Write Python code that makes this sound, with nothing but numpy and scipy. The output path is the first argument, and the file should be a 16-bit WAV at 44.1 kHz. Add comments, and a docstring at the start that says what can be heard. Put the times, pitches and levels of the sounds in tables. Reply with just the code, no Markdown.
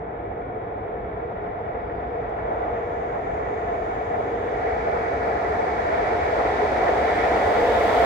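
"""Metro train nearing on a viaduct

An electric metro train approaches on a concrete viaduct at night, over the low rumble of a city.
Rough wheels on rail drive two broad track resonances and a roar: filtered noises whose levels follow distance.
Wheels ring, rails sizzle and spans boom as sets of noise-driven modes; the traction whine is a sum of sines.
As the train nears, its hiss loses less to the air and the faint whine comes through.
"""
import sys
import numpy as np
from scipy import signal
from scipy.fft import rfft, irfft, next_fast_len
from scipy.io import wavfile
from scipy.ndimage import uniform_filter1d

SR = 44100
rng = np.random.default_rng(int(sys.argv[2]) if len(sys.argv) > 2 else 0)


def transcribe(signal):
    """Save signal, clipped to [-1, 1], as a 16-bit WAV file at the path in sys.argv[1]."""
    frames = np.atleast_2d(signal).T
    limited = np.clip(frames, -1, 1)
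    pcm = np.round(limited * 32767).astype(np.int16)
    wavfile.write(sys.argv[1], SR, pcm)


N = 355005
TIME = np.arange(N) / SR  # s
SIZE = next_fast_len(N + SR // 10, True)  # transform length, with room for echoes
HZ = np.maximum(np.arange(SIZE // 2 + 1) * SR / SIZE, 1)

# the wheels come into the open round a bend: (time [s], time taken [s])
BEND = (2.48, .55)
# and then past a parapet: (time [s], time taken [s])
PARAPET = (4.54, .28)


def from_db(db):
    """Level to amplitude: 20 dB is a factor of ten."""
    return 10 ** (np.asarray(db) / 20)


def rms(x):
    """Effective value: the root of the mean power."""
    return np.sqrt(np.mean(x ** 2) + 1e-30)


def in_time(rows, blur_s=.01):
    """Linear interpolation of each column over time, its corners rounded by a moving mean."""
    s, *columns = np.transpose(rows)
    blur = max(int(blur_s * SR), 1)
    return [uniform_filter1d(np.interp(TIME, s, column), blur) for column in columns]


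def in_frequency(rows):
    """Interpolation of each column on a logarithmic frequency axis."""
    hz, *columns = np.transpose(rows)
    return [np.interp(np.log(HZ), np.log(hz), column) for column in columns]


def colour(points):
    """Spectral envelope: gain through the points, falling 40 dB per octave beyond them."""
    octaves_outside = np.abs(np.log2(HZ / np.clip(HZ, points[0][0], points[-1][0])))
    return from_db(in_frequency(points)[0] - 40 * octaves_outside)


def resonances(modes, skirt=3.0):
    """Independently driven modes add in power; each skirt steepens some widths from its centre."""
    power = 0
    for hz, width_hz, db in modes:
        detune = (HZ ** 2 - hz ** 2) / (HZ * width_hz)
        peak = from_db(db) ** 2 / (1 + detune ** 2)
        power = power + peak / (1 + (detune / skirt) ** 2)
    return np.sqrt(power)


def drift(rate_hz):
    """Low-passed noise: slow chance of rms 1, changing about rate_hz times a second."""
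    low_pass = 1 / (1 + (HZ / rate_hz) ** 4)
    slow = irfft(rfft(rng.standard_normal(SIZE)) * low_pass, SIZE)[:N]
    return slow / rms(slow)


def field(gain):
    """Partial coherence: coloured noise as two microphone ports hear it; their mean has rms 1."""
    # the ports: (frequency [Hz], in-phase likeness [1], quadrature likeness [1], left over right [dB])
    ports = [(90, 1, -.05, -.4), (210, .93, -.12, -.9), (330, .83, .15, -1.7), (437, .8, .12, 0),
             (590, .64, .25, -1.1), (730, -.26, .36, 1.1), (850, .55, .15, 0), (1080, -.42, .12, 1.5),
             (1220, -.25, -.12, 1), (1420, -.5, -.38, 0), (1700, -.15, -.42, -2.5), (1950, .76, .03, -1),
             (2300, .48, -.15, 0), (2800, -.28, -.2, 3.5), (4400, .049, .087, -3.5), (6800, 0, -.02, 1),
             (9500, .03, -.01, 1), (13000, .03, 0, 6.9)]
    in_phase, quadrature, balance_db = in_frequency(ports)
    alike = in_phase + 1j * quadrature
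    alike = alike / np.maximum(1, np.abs(alike) / .998)  # coherence stays below 1
    shared, own = rfft(rng.standard_normal((2, SIZE)))
    lean = from_db(balance_db / 2)
    left = shared * lean
    right = (shared * np.conj(alike) + own * np.sqrt(1 - np.abs(alike) ** 2)) / lean
    # the colour holds for the sum of the ports
    centre = np.sqrt(lean ** 2 + lean ** -2 + 2 * alike.real)
    pair = irfft(np.array([left, right]) * gain / centre, SIZE)[:, :N]
    return pair / rms(pair.mean(axis=0))


def steady(pair, span_s):
    """Gain control by running power: evens slow swells of a narrow noise, keeps its fast beating."""
    power = uniform_filter1d(pair.mean(axis=0) ** 2, max(int(span_s * SR), 2))
    return pair / np.sqrt(power + 1e-9)


def hidden(step):
    """Smooth step: 1 while the wheels are screened, easing to 0 as they come into the open."""
    s, length_s = step
    return .5 - .5 * np.tanh(2 * (TIME - s) / length_s)


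def swell(s, length_s):
    """Gaussian envelope: a smooth rise and fall of height 1, length_s wide at 1/e."""
    return np.exp(-(2 * (TIME - s) / length_s) ** 2)


def arriving(near_db, doubling_db=0, db_per_m=0, bend_db=0, parapet_db=0):
    """Spreading, absorption and screening: dB lost per doubling, per metre and behind each screen."""
    # uniform motion on a straight line, start_m short of the point abreast of the listener
    start_m, speed_m_per_s, aside_m = 189.9, 20.01, 15.1
    metres = np.hypot(start_m - speed_m_per_s * TIME, aside_m)
    nearest_m = metres.min()
    spreading_db = doubling_db * np.log2(metres / nearest_m)
    absorbed_db = db_per_m * (metres - nearest_m)
    screened_db = bend_db * hidden(BEND) + parapet_db * hidden(PARAPET)
    return near_db - spreading_db - absorbed_db - screened_db


def surges():
    """Amplitude modulation: level changes [dB] of lower resonance, upper resonance and roar."""
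    # brief swells of the rolling noise: (time [s], length [s], lower resonance [dB],
    # upper resonance [dB], roar [dB])
    rolling_swells = [(.37, .13, 2, 0, 0), (.63, .12, 2.5, -1, 0), (.92, .15, 3, 1, 0),
                      (1.26, .14, 2.5, 0, -.5), (1.56, .14, 1.5, 3.5, 1), (2.16, .13, 4, 2, 0),
                      (2.55, .33, 1, 1, 4), (2.69, .12, 0, 3, 1), (2.81, .16, 5.5, 1.5, 1),
                      (3.0, .16, 3.5, 2, .5), (3.39, .1, 0, 2, 1.8), (3.53, .18, 4, 1.5, .5),
                      (3.76, .16, 4, 5, .5), (4.15, .14, .5, 2.5, 0), (4.45, .6, 4.8, -1, -.5),
                      (4.69, .13, 1.5, 5, 1), (4.94, .2, 3.5, 3.2, 1.5), (5.14, .14, 4, 1.5, 0),
                      (5.29, .14, 2, 3.5, 1), (5.55, .28, 2.2, 3, 1.3), (6.13, .25, 1.5, 2.5, .5),
                      (6.43, .14, 2.5, 1.5, 1.8), (6.61, .13, 5, 1.5, 1.5), (6.87, .25, 0, 3, 1.5),
                      (7.42, .2, .5, .7, 1.2), (7.68, .28, 6.5, 1.8, .5), (7.93, .1, 3, -3, 1),
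                      (8.03, .1, 1, 4, 0)]
    return sum(np.outer(db, swell(s, length_s)) for s, length_s, *db in rolling_swells)


def bumps():
    """Amplitude modulation: a constant judder, and a quick, rounded lift [dB] at each listed time."""
    # brief lifts of the rolling noise: (time [s], lift [dB])
    brief_lifts = [(1.747, 3.5), (2.377, 2.5), (3.15, 3), (4.14, 3), (4.67, 2.5), (4.998, 2.5),
                   (5.276, 2.5), (5.683, 3.5), (6.451, 2.5), (6.882, 3.5), (7.084, 2.5)]
    rise_s, hold_s, fall_s = .004, .016, .02
    level_db = .45 * drift(35)
    for s, db in brief_lifts:
        rise = 1 - hidden((s, rise_s))
        fall = hidden((s + hold_s, fall_s))
        level_db = level_db + db * rise * fall
    return level_db


def flares():
    """Amplitude modulation: level changes [dB] of the wheels' wash, the hiss and the rail hiss."""
    # moments when wheels and rails grow louder or softer: (time [s], length [s], wheel wash [dB],
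    # hiss [dB], rail hiss [dB])
    moments = [(2.68, .5, 2, 2.5, .5), (3.6, .45, 2, .7, 1), (4.4, .35, -1.5, 2.2, -.8),
               (4.74, .2, .7, 1.1, .7), (5.25, 1.1, -1.6, -1.9, -.3), (6.02, .14, 2.3, 1, .5),
               (6.5, .5, .5, .8, .5), (7.25, .25, 2.2, .3, .5), (8.02, .3, 1.5, .5, 1.5)]
    return sum(np.outer(db, swell(s, length_s)) for s, length_s, *db in moments)


def wandering(pair, share, rate_hz):
    """Time warping: a wavering reading speed makes pitch stray by an rms share of itself."""
    place = np.arange(N) + np.cumsum(share * drift(rate_hz))
    longer = np.pad(pair, ((0, 0), (0, SR // 10)), mode="reflect")
    samples = np.arange(longer.shape[1])
    return np.array([np.interp(np.abs(place), samples, port) for port in longer])


def track():
    """Forced resonance: wheel and rail shake the rails on their fastenings at two straying pitches."""
    # lower resonance of rails on fastenings: (frequency [Hz], width [Hz], level [dB])
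    lower_modes = [(431, 35, 1.2), (468, 30, 1.1)]
    # upper resonance of rails on fastenings: (frequency [Hz], width [Hz], level [dB])
    upper_modes = [(676, 42, -1), (706, 31, 3), (730, 24, -4.2), (798, 45, -13)]
    stray, strays_per_s = .014, 3.5  # stray is an rms share of the pitch
    lower_surge_db, upper_surge_db, _ = surges()
    lower_db = arriving(near_db=-27.9, doubling_db=4.0) + lower_surge_db
    upper_db = arriving(near_db=-24.3, doubling_db=6.2) + upper_surge_db
    lower = wandering(field(resonances(lower_modes, skirt=3.7)), stray, strays_per_s)
    upper = wandering(field(resonances(upper_modes, skirt=4.0)), stray, strays_per_s)
    return from_db(lower_db) * steady(lower, span_s=.18) + from_db(upper_db) * steady(upper, span_s=.18)


def roar():
    """Broadband contact noise: the contact patches roar, louder or softer in brief swells."""
    # spectrum of the contact patches: (frequency [Hz], density [dB per Hz])
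    spectrum = [(250, -23), (400, 0.5), (530, 8.5), (620, 9.3), (760, 8.5), (850, 7), (900, 3),
                (1050, -0.4), (1170, -4.5), (1300, -3.5), (1480, -6.5), (1650, -11.5), (2400, -27.5)]
    *_, surge_db = surges()
    level_db = arriving(near_db=-21.5, doubling_db=7.0) + surge_db + 0.66 * drift(22)
    return from_db(level_db) * field(colour(spectrum))


def deck():
    """Structure-borne sound: the deck drones as a band of low noise."""
    # spectrum of the deck: (frequency [Hz], density [dB per Hz])
    spectrum = [(120, -25), (175, -9), (240, -1.4), (320, 2), (390, 1), (480, -3.5), (700, -24)]
    return from_db(arriving(near_db=-31.3, doubling_db=4.0)) * field(colour(spectrum))


def wheels(flare_db):
    """Modal superposition: many wheels ring at nearly the same modes, within a broader wash."""
    # ringing of the wheels: (frequency [Hz], width [Hz], level [dB])
    modes = [(1255, 70, -4), (1337, 10, 3.2), (1392, 26, -2), (1455, 44, -2), (1548, 22, -3),
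             (1648, 22, -.5), (1718, 40, 1), (1825, 50, -1.5), (1895, 24, -3), (1977, 28, 2.2),
             (2172, 30, -4.5), (2235, 30, -1), (2300, 60, -6.5), (2540, 50, -16), (2903, 50, -22),
             (3108, 13, -22), (3336, 28, -19.5)]
    # spectrum of the wash around it: (frequency [Hz], density [dB per Hz])
    wash_spectrum = [(1100, -29.5), (1500, -13.5), (1750, 2.5), (1930, 4), (2100, 1), (2310, -0.3),
                     (2420, -6.5), (2700, -15.5), (3300, -36)]
    ring_db = arriving(near_db=-35.3, db_per_m=0.087, parapet_db=4.5) + .8 * drift(6)
    wash_db = arriving(near_db=-35, db_per_m=.108, parapet_db=3.1) + flare_db + .6 * drift(9)
    ring = from_db(ring_db) * field(resonances(modes, skirt=5.5))
    return ring + from_db(wash_db) * field(colour(wash_spectrum))


def hiss(flare_db):
    """Air absorption: three bands of hiss gain level as the path shortens and the screens pass."""
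    # spectrum of the main hiss: (frequency [Hz], density [dB per Hz])
    main_spectrum = [(1900, -15), (2500, -.4), (2800, -1), (2950, 0), (3120, -1.8), (3420, 1.4),
                     (3640, -1.9), (3780, -1), (4020, -13.5), (4600, -29), (6000, -42)]
    # spectrum of the finer hiss above it: (frequency [Hz], density [dB per Hz])
    fine_spectrum = [(5500, -3.5), (7200, 4.5), (8000, 3), (8700, 1.5), (9400, -4.5), (10300, -8),
                     (11200, -16.5), (13000, -29.5)]
    # spectrum of the topmost rush: (frequency [Hz], density [dB per Hz])
    rush_spectrum = [(5000, -11), (8000, -3), (10300, -2), (11200, -1.5), (12500, 1.5), (15700, 0),
                     (18000, -6)]
    main_db = arriving(near_db=-43.5, doubling_db=9.5, db_per_m=0.029) + flare_db + .4 * drift(8)
    fine_db = arriving(near_db=-57.5, doubling_db=5, db_per_m=.15, bend_db=14) + .5 * drift(5)
    rush_db = arriving(near_db=-58, doubling_db=16.5, bend_db=5.5)
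    main = from_db(main_db) * field(colour(main_spectrum))
    fine = from_db(fine_db) * field(colour(fine_spectrum))
    return main + fine + from_db(rush_db) * field(colour(rush_spectrum))


def rails(flare_db):
    """Rail radiation: the rails hiss, sizzle in high modes and sing for a while at single modes."""
    # spectrum of the rail hiss: (frequency [Hz], density [dB per Hz])
    hiss_spectrum = [(3500, -11.5), (3800, 1.5), (4200, .5), (4450, 0), (4760, .5), (5000, -3),
                     (5600, -5.5), (5900, -7.5), (6200, -7.5), (6800, -17.5), (8000, -24.5)]
    # sizzling of the rails: (frequency [Hz], width [Hz], level [dB])
    sizzle_modes = [(4830, 210, 2), (5250, 300, -1.5), (5650, 300, -1), (6270, 230, 4), (6710, 115, 4.6),
                    (7090, 90, -5), (8410, 120, -7)]
    # singing modes: (time [s], length [s], frequency [Hz], width [Hz], level [dB])
    singing_modes = [(2.1, 1.6, 4830, 280, -84.5), (3.5, 2.4, 6330, 300, -81), (3.9, 2.4, 6760, 170, -78.5)]
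    hiss_db = arriving(near_db=-50, db_per_m=0.2, bend_db=0.5, parapet_db=6) + flare_db
    sizzle_db = arriving(near_db=-59.5, db_per_m=.175, bend_db=13.5) + .6 * drift(7)
    out = from_db(hiss_db) * field(colour(hiss_spectrum))
    out = out + from_db(sizzle_db) * field(resonances(sizzle_modes, skirt=3.0))
    for s, length_s, hz, width_hz, db in singing_modes:
        level = from_db(db + 1.5 * drift(10)) * swell(s, length_s)
        out = out + level * field(resonances([(hz, width_hz, 0)]))
    return out


def squeal():
    """Narrow-band resonance: a faint high squeal of a wheel grows as it nears."""
    # the squealing mode: (frequency [Hz], width [Hz], level [dB])
    modes = [(10375, 90, 0)]
    return from_db(arriving(near_db=-71.0, doubling_db=26)) * field(resonances(modes, skirt=3.0))


def whine():
    """Harmonic synthesis: inverter overtones; changing reflections make each swell and fade per port."""
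    # overtones: (multiple of the switching tone [1], relative level [dB])
    overtones = [(8, -16), (9, -24), (10, -16), (12, -25), (16, -24.5), (17, -25)]
    tone_hz, waver, flutter_db = 467.8, .0007, 3.5  # waver is an rms share of the pitch
    turns = np.cumsum(tone_hz * (1 + waver * drift(5.6))) / SR
    out = np.zeros((2, N))
    for multiple, db in overtones:
        for port in out:
            phase = multiple * turns + rng.random() + .15 * drift(4)  # in cycles
            port += from_db(db + flutter_db * drift(5.5)) * np.sin(2 * np.pi * phase)
    return out * from_db(arriving(near_db=-44.5, db_per_m=0.3, bend_db=8, parapet_db=5))


def facades(pair, count=10):
    """Comb filtering: short echoes off parapet and buildings ripple the colour above the bass."""
    delays_s = rng.uniform(.004, .035, (2, count, 1))
    share = .2 * HZ ** 2 / (HZ ** 2 + 900 ** 2)
    echoes = np.exp(-2j * np.pi * HZ * delays_s).sum(axis=1) / np.sqrt(count)
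    response = (1 + share * echoes) / np.sqrt(1 + share ** 2)
    return irfft(rfft(pair, SIZE) * response, SIZE)[:, :N]


def focus(pair):
    """Mid-side stereo: wide by reflections, narrowing as the direct sound takes over."""
    # stereo width: (time [s], gain of the side signal before the band weights [dB])
    width = [(0, -0.3), (1.5, 1), (3.8, 2), (5.2, -0.1), (6.3, -.5), (7.1, -3.5), (7.8, -7)]
    # band weights: (frequency [Hz], share that changes [dB])
    band = [(200, -20.5), (450, -9.5), (700, -0.5), (1100, -1.5), (2000, -10.5), (4000, -24)]
    width_db, = in_time(width)
    side = (pair[0] - pair[1]) / 2
    side_band = irfft(rfft(side, SIZE) * from_db(in_frequency(band)[0]), SIZE)[:N]
    return pair + side_band * (from_db(width_db) - 1) * [[1], [-1]]


def spans():
    """Bending modes: the concrete spans boom under the train, and the nearest one drones."""
    # boom of the spans: (frequency [Hz], width [Hz], level [dB])
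    boom_modes = [(52, 16, 0), (66, 20, -1)]
    # brief swells of the boom: (time [s], lift [dB])
    boom_swells = [(2.02, 5), (3.34, 5.5), (4.55, 7.5)]
    # drone of the nearest span: (frequency [Hz], width [Hz], level [dB])
    drone_modes = [(61, 5, -4), (73, 5, -0.5), (84, 6, -5)]
    boom_db = arriving(near_db=-41.5, doubling_db=2.5)
    boom_db = boom_db + sum(db * swell(s, length_s=.14) for s, db in boom_swells)
    drone_db = arriving(near_db=-39.0, doubling_db=3, parapet_db=5.5)
    boom = from_db(boom_db) * steady(field(resonances(boom_modes, skirt=2.9)), span_s=.3)
    return boom + from_db(drone_db) * steady(field(resonances(drone_modes, skirt=3.0)), span_s=.3)


def tick():
    """Impulse response: one faint, dry tick near the microphone, a click through damped resonators."""
    # the click: (time [s], level before the resonators [dB])
    clicks_at = [(2.295, -62.5)]
    # its modes: (frequency [Hz], width [Hz], level [dB])
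    modes = [(4100, 400, 4), (6250, 400, 0), (8000, 300, 1)]
    clicks, out = np.full(N, 1e-18), 0
    for s, db in clicks_at:
        clicks[int(s * SR)] = from_db(db)
    for hz, width_hz, db in modes:
        radius, angle = np.exp(-np.pi * width_hz / SR), 2 * np.pi * hz / SR
        poles = [1, -2 * radius * np.cos(angle), radius * radius]
        out = out + signal.lfilter([0, from_db(db) * np.sin(angle)], poles, clicks)
    return signal.sosfilt(signal.butter(4, 8500, fs=SR, output="sos"), out)  # dulled above 8500 Hz


def city():
    """Diffuse background: an even low rumble of noise, and a low hum that wavers slowly."""
    # spectrum of the city: (frequency [Hz], density [dB per Hz])
    spectrum = [(15, -16), (30, -13.5), (48, -1.5), (76, -4.5), (103, 2.5), (118, 0), (138, -5.5),
                (175, -4), (230, -11), (320, -22.5)]
    rumble_db, hum_db, hum_waver_db, hum_hz = -41, -50, 2.5, 59.2
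    hum_level = from_db(hum_db + hum_waver_db * drift(1.5))
    hum = np.sqrt(2) * np.sin(2 * np.pi * hum_hz * TIME + .4 * drift(1.5))
    return hum_level * hum + from_db(rumble_db) * steady(field(colour(spectrum)), span_s=0.32)


def scene():
    """Superposition: the train, its echoes and its spans over the city's rumble."""
    jolt = from_db(bumps())
    wash_flare_db, hiss_flare_db, rail_flare_db = flares()
    rolling = roar() + deck() + wheels(wash_flare_db)
    high = hiss(hiss_flare_db) + rails(rail_flare_db) + squeal() + whine()
    train = focus(jolt * track() + facades(jolt * rolling + high))
    return train + spans() + tick() + city()


def record(dry):
    """Noise floor and band limit: the microphones add a trace of noise; a low-pass cuts the top."""
    noise_db, cutoff_hz = -106, 15750
    noisy = dry + from_db(noise_db) * rng.standard_normal((2, N))
    return signal.sosfilt(signal.ellip(12, .1, 80, cutoff_hz, fs=SR, output="sos"), noisy)


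dry = scene()
out = record(dry)
transcribe(out)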